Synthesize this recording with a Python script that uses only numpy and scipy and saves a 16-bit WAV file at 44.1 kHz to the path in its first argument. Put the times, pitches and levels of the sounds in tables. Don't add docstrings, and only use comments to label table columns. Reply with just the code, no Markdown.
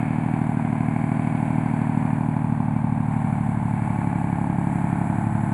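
import sys
import numpy as np
from scipy import signal
from scipy.fft import rfft, irfft
from scipy.io import wavfile
from scipy.ndimage import uniform_filter1d, map_coordinates

SR = 44100
rng = np.random.default_rng(int(sys.argv[2]) if len(sys.argv) > 2 else 0)


def invert_db(x):
    u = np.asarray(x, float) / 20
    return 10 ** u


def store_wav(level_fs):
    pcm = np.round(np.clip(np.atleast_2d(level_fs), -1, 1) * 32767)
    wavfile.write(sys.argv[1], SR, pcm.T.astype(np.int16))


N = 243873
TIME = np.arange(N) / SR


def level(x, db):
    return x * invert_db(db) / np.sqrt(np.mean(x ** 2))


def colour(x, shape):
    hz, db = np.transpose(shape)
    bins = np.maximum(np.arange(N // 2 + 1) * SR / N, 1)
    gain_db = np.interp(np.log(bins), np.log(hz), db)
    return irfft(rfft(x) * invert_db(gain_db), N)


def walk(rate_hz):
    size = int(SR / rate_hz)
    held = np.repeat(rng.standard_normal(N // size + 1), size)
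    return uniform_filter1d(uniform_filter1d(held, size), size)[:N]


def echo(x, far_ms, near_ms, far, near):
    lag_ms = np.linspace(far_ms, near_ms, N)
    late = np.interp(TIME - lag_ms / 1000, TIME, x)
    return x + np.linspace(far, near, N) * late


# time in seconds, crank speed in rpm.
CRANK_SPEED = [(0.0, 1545.0), (0.33, 1561.6), (0.68, 1522.4), (1.01, 1548.8), (1.62, 1548.5),
               (1.86, 1523.3), (2.28, 1535.4), (2.73, 1493.8), (3.06, 1496.8), (3.44, 1462.5),
               (3.79, 1449.4), (4.17, 1404.2), (4.96, 1396.5), (5.02, 1400.2), (5.28, 1435.5),
               (5.53, 1433.8)]


def cam_turns():
    rpm = np.interp(TIME, *np.transpose(CRANK_SPEED))
    return -.409 + np.cumsum(rpm) / (120 * SR)


# time in seconds, gain in dB.
OPEN_PATH = [(0, -0.5), (.7, -.5), (1.4, 1.5), (2.1, 0.4), (2.27, -2), (2.8, -4), (3.02, -3), (3.13, 0),
             (3.6, -1.1), (3.9, 1.5), (4.2, 1.2), (4.55, 0), (4.75, 2), (5.1, 2.5), (5.3, 1), (5.53, 2)]


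def open_path():
    return np.interp(TIME, *np.transpose(OPEN_PATH))


# lag through the manifold in ms, boom strength 0-1, bark strength 0-1.
CYLINDERS = [
    (0, 1, 1),
    (-1.8, .1, .04),
    (-.06, .48, .88),
    (-.85, .44, .36),
    (.18, .65, .82),
    (-3, .04, 0),
]


def releases(turns, strength, lead_ms, scatter_db, jitter_ms):
    shot = np.arange(int(6 * turns[0]), int(6 * turns[-1]) + 1)
    cylinder = shot % 6
    time_chance, size_chance = rng.standard_normal((2, len(shot)))
    lag_ms = np.array(CYLINDERS)[cylinder, 0] - lead_ms + jitter_ms * time_chance
    place = (np.interp(shot / 6, turns, TIME) + lag_ms / 1000) * SR
    place = np.clip(place, 0, N - 2)
    size = strength[cylinder] * invert_db(scatter_db * size_chance)
    whole = place.astype(int)
    part = place - whole
    return np.bincount(whole, size * (1 - part), N) + np.bincount(whole + 1, size * part, N)


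BENDS = [
    0,
    1.8,
    3.4,
    4.2,
    5.53,
]


def ring(pulses, modes):
    out = np.zeros(N)
    for hz, width, *gains in modes:
        tone = signal.lfilter(*signal.iirpeak(hz, hz / width, fs=SR), pulses)
        out += np.interp(TIME, BENDS, gains) * tone
    return out


# time in seconds, half length in seconds, extra share of the
CHEST_SWELLS = [
    (3.003, .5, .15),
    (3.75, 0.27, .33),
    (4.7, .3, -.2),
    (5.3, 0.15, 0.6),
]


def chest_swells():
    return sum(share * np.exp(-((TIME - s) / half) ** 2) for s, half, share in CHEST_SWELLS)


# frequency in Hz, width in Hz, then signed gain at each of the five bends.
STACK_MODES = [(41.3, 20.2, 0.077, 0.079, 0.136, 0.215, 0.234),
               (59.9, 132.9, -0.073, -0.072, -0.1, -0.2, -0.194),
               (80.5, 21.6, 0.095, 0.171, 0.162, 0.213, 0.172),
               (95.1, 30.9, -0.306, -0.45, -0.378, -0.491, -0.416),
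               (131.4, 72.5, 0.8, 0.874, 0.908, 0.973, 1.0),
               (184.4, 20.5, -0.379, -0.34, -0.536, -0.398, -0.379),
               (227.7, 30.2, -0.639, -0.807, -0.597, -0.455, -0.682),
               (262.3, 30.4, -0.401, -0.391, -0.29, -0.445, -0.31),
               (313.8, 23.6, -0.168, -0.161, -0.063, -0.301, -0.398),
               (320.7, 23.6, 0.273, 0.258, 0.096, 0.34, 0.41),
               (385.0, 43.7, -0.094, -0.117, -0.07, -0.086, -0.08),
               (399.1, 38.1, 0.128, 0.125, 0.03, 0.046, 0.04),
               (529.7, 65.7, 0.025, 0.016, -0.0, 0.004, -0.014)]


def stack_boom(turns):
    strength = np.array(CYLINDERS)[:, 1]
    pulses = releases(turns, strength, lead_ms=3.98, scatter_db=.5, jitter_ms=.03)
    boom = echo(ring(pulses, STACK_MODES), 43.8, 46.8, .054, .21)
    boom = colour(boom, [(20, -6), (30, 0), (500, 0), (620, -20)])
    chest = colour(boom, [(25, -5.5), (60, -5), (88, -3.5), (120, 4.5), (140, -26.5)])
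    swell = chest_swells()
    return level(boom + swell * chest, -23.552) * invert_db(-3 * swell)


# frequency in Hz, width in Hz, then signed gain at each of the five bends.
OUTLET_MODES = [(527.0, 187.3, -0.06, -0.082, -0.064, -0.051, -0.026),
                (554.9, 35.8, 0.072, 0.196, 0.028, 0.08, 0.075),
                (655.3, 45.2, -0.05, 0.121, -0.003, 0.042, 0.119),
                (746.0, 35.0, -0.161, 0.044, 0.034, -0.133, -0.141),
                (779.8, 124.4, -0.045, -0.068, -0.01, 0.396, 0.307),
                (853.7, 42.5, -0.181, -0.565, -0.678, -0.971, -1.0),
                (904.2, 86.0, 0.023, 0.119, 0.311, -0.006, 0.06),
                (942.7, 113.4, 0.04, -0.006, -0.135, 0.02, 0.035),
                (996.7, 473.5, 0.057, 0.037, 0.055, -0.094, -0.11),
                (1101.1, 35.0, -0.069, 0.003, -0.01, 0.056, 0.076)]


def outlet_bark(turns):
    strength = np.array(CYLINDERS)[:, 2]
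    pulses = releases(turns, strength, lead_ms=2.95, scatter_db=1.2, jitter_ms=.03)
    bark = echo(ring(pulses, OUTLET_MODES), 2.79, 3.03, .4, .6)
    bark = colour(bark, [(430, -25), (530, 0), (1120, 0), (1350, -16)])
    return level(bark, -39)


def locked(turns, memory, steps=1800):
    pattern = rng.standard_normal((90, steps))
    for _ in range(2):
        pattern = uniform_filter1d(pattern, size=memory, axis=0)
    row = turns - np.floor(turns[0])
    return level(map_coordinates(pattern, [row, row % 1 * steps], order=3, mode="grid-wrap"), 0)


def puffs(turns, depth, decay_ms):
    keep = np.exp(-1000 / (decay_ms * SR))
    strength = np.array(CYLINDERS)[:, 2]
    kicks = releases(turns, strength, lead_ms=2.8, scatter_db=.82, jitter_ms=.13)
    return 1 + depth * signal.lfilter([1], [1, -keep], kicks)


# frequency in Hz, level in dB per Hz.
RASP_COLOUR = [(420, -33), (550, -9.5), (640, 1.5), (740, 4.5), (860, 1.5), (1000, 1.5), (1120, -5.5),
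               (1300, -28)]


def outlet_rasp(turns, path_db):
    gas = locked(turns, memory=8) * puffs(turns, depth=.6, decay_ms=5)
    corner_db = -3.5 * np.clip(1 - TIME / .52, 0, 1)
    gain_db = .6 * path_db + corner_db + np.linspace(.8, -1.5, N)
    return level(colour(gas, RASP_COLOUR), -38.5) * invert_db(gain_db)


# frequency in Hz, level in dB per Hz.
GEAR_COLOUR = [(800, -9.5), (1100, -7), (1300, -4.5), (1550, 0), (1800, -3), (2000, -6.5), (2250, 0),
               (2500, -7.5), (2850, -18), (3700, -23.5), (4100, -31.5), (4500, -20), (6000, -40)]


def valve_gear(turns, path_db):
    loose = rng.standard_normal(N) * invert_db(2.6 * walk(40))
    taps = locked(turns, memory=6) + .9 * loose
    clatter = colour(taps * puffs(turns, depth=np.linspace(1.5, .2, N), decay_ms=1.5), GEAR_COLOUR)
    high = colour(clatter, [(1800, -42), (2100, -0.5)])
    clatter = clatter + np.linspace(.25, -.35, N) * high
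    return level(clatter, -42) * invert_db(.92 * path_db)


# frequency in Hz, level in dB per Hz.
ROAR_COLOUR = [(25, -32), (60, -20), (110, -7), (220, 0), (290, -2), (350, -14), (480, -19), (720, -5),
               (860, -7), (1100, -11), (1300, -22), (1700, -40)]


def gas_roar(turns):
    throb_db = 1.5 * np.cos(6 * np.pi * turns) + walk(15)
    return level(colour(rng.standard_normal(N) * invert_db(throb_db), ROAR_COLOUR), -38.5)


# frequency in Hz, level in dB per Hz.
GRAVEL_COLOUR = [(1500, -7.5), (3000, -13.5), (5500, -7.5), (7200, 2), (8000, 5.5), (8700, -4.5),
                 (10200, 5), (14000, -2.5)]


def tyres(path_db):
    grit = rng.standard_normal(N) * invert_db(1.3 * walk(24))
    nearer_db = .49 * TIME
    return level(colour(grit, GRAVEL_COLOUR), -56.3) * invert_db(1.6 * path_db + nearer_db)


def scene():
    turns = cam_turns()
    path_db = open_path()
    exhaust = stack_boom(turns) + outlet_bark(turns) + outlet_rasp(turns, path_db)
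    engine = valve_gear(turns, path_db) + gas_roar(turns)
    return (exhaust + engine + tyres(path_db))[None]


def top_cut(x):
    return signal.sosfilt(signal.butter(12, 12200, fs=SR, output="sos"), x)


def record(dry):
    half = signal.resample_poly(dry, 1, 2, axis=1)
    half = signal.lfilter([.5, 0, .5], [1], half)
    edge_pole = 0.9
    half = signal.lfilter([1, 1], [1, edge_pole], half) * (1 + edge_pole) / 2
    full = np.zeros_like(dry)
    full[:, ::2] = 2 * half
    slope = [(100, 1.5), (10600, 0), (11400, -7.5), (11900, -20.5), (12350, -36.5), (12600, -50)]
    mix = colour(full[0], slope)[None]
    return top_cut(mix)


dry = scene()
out = record(dry)
store_wav(out)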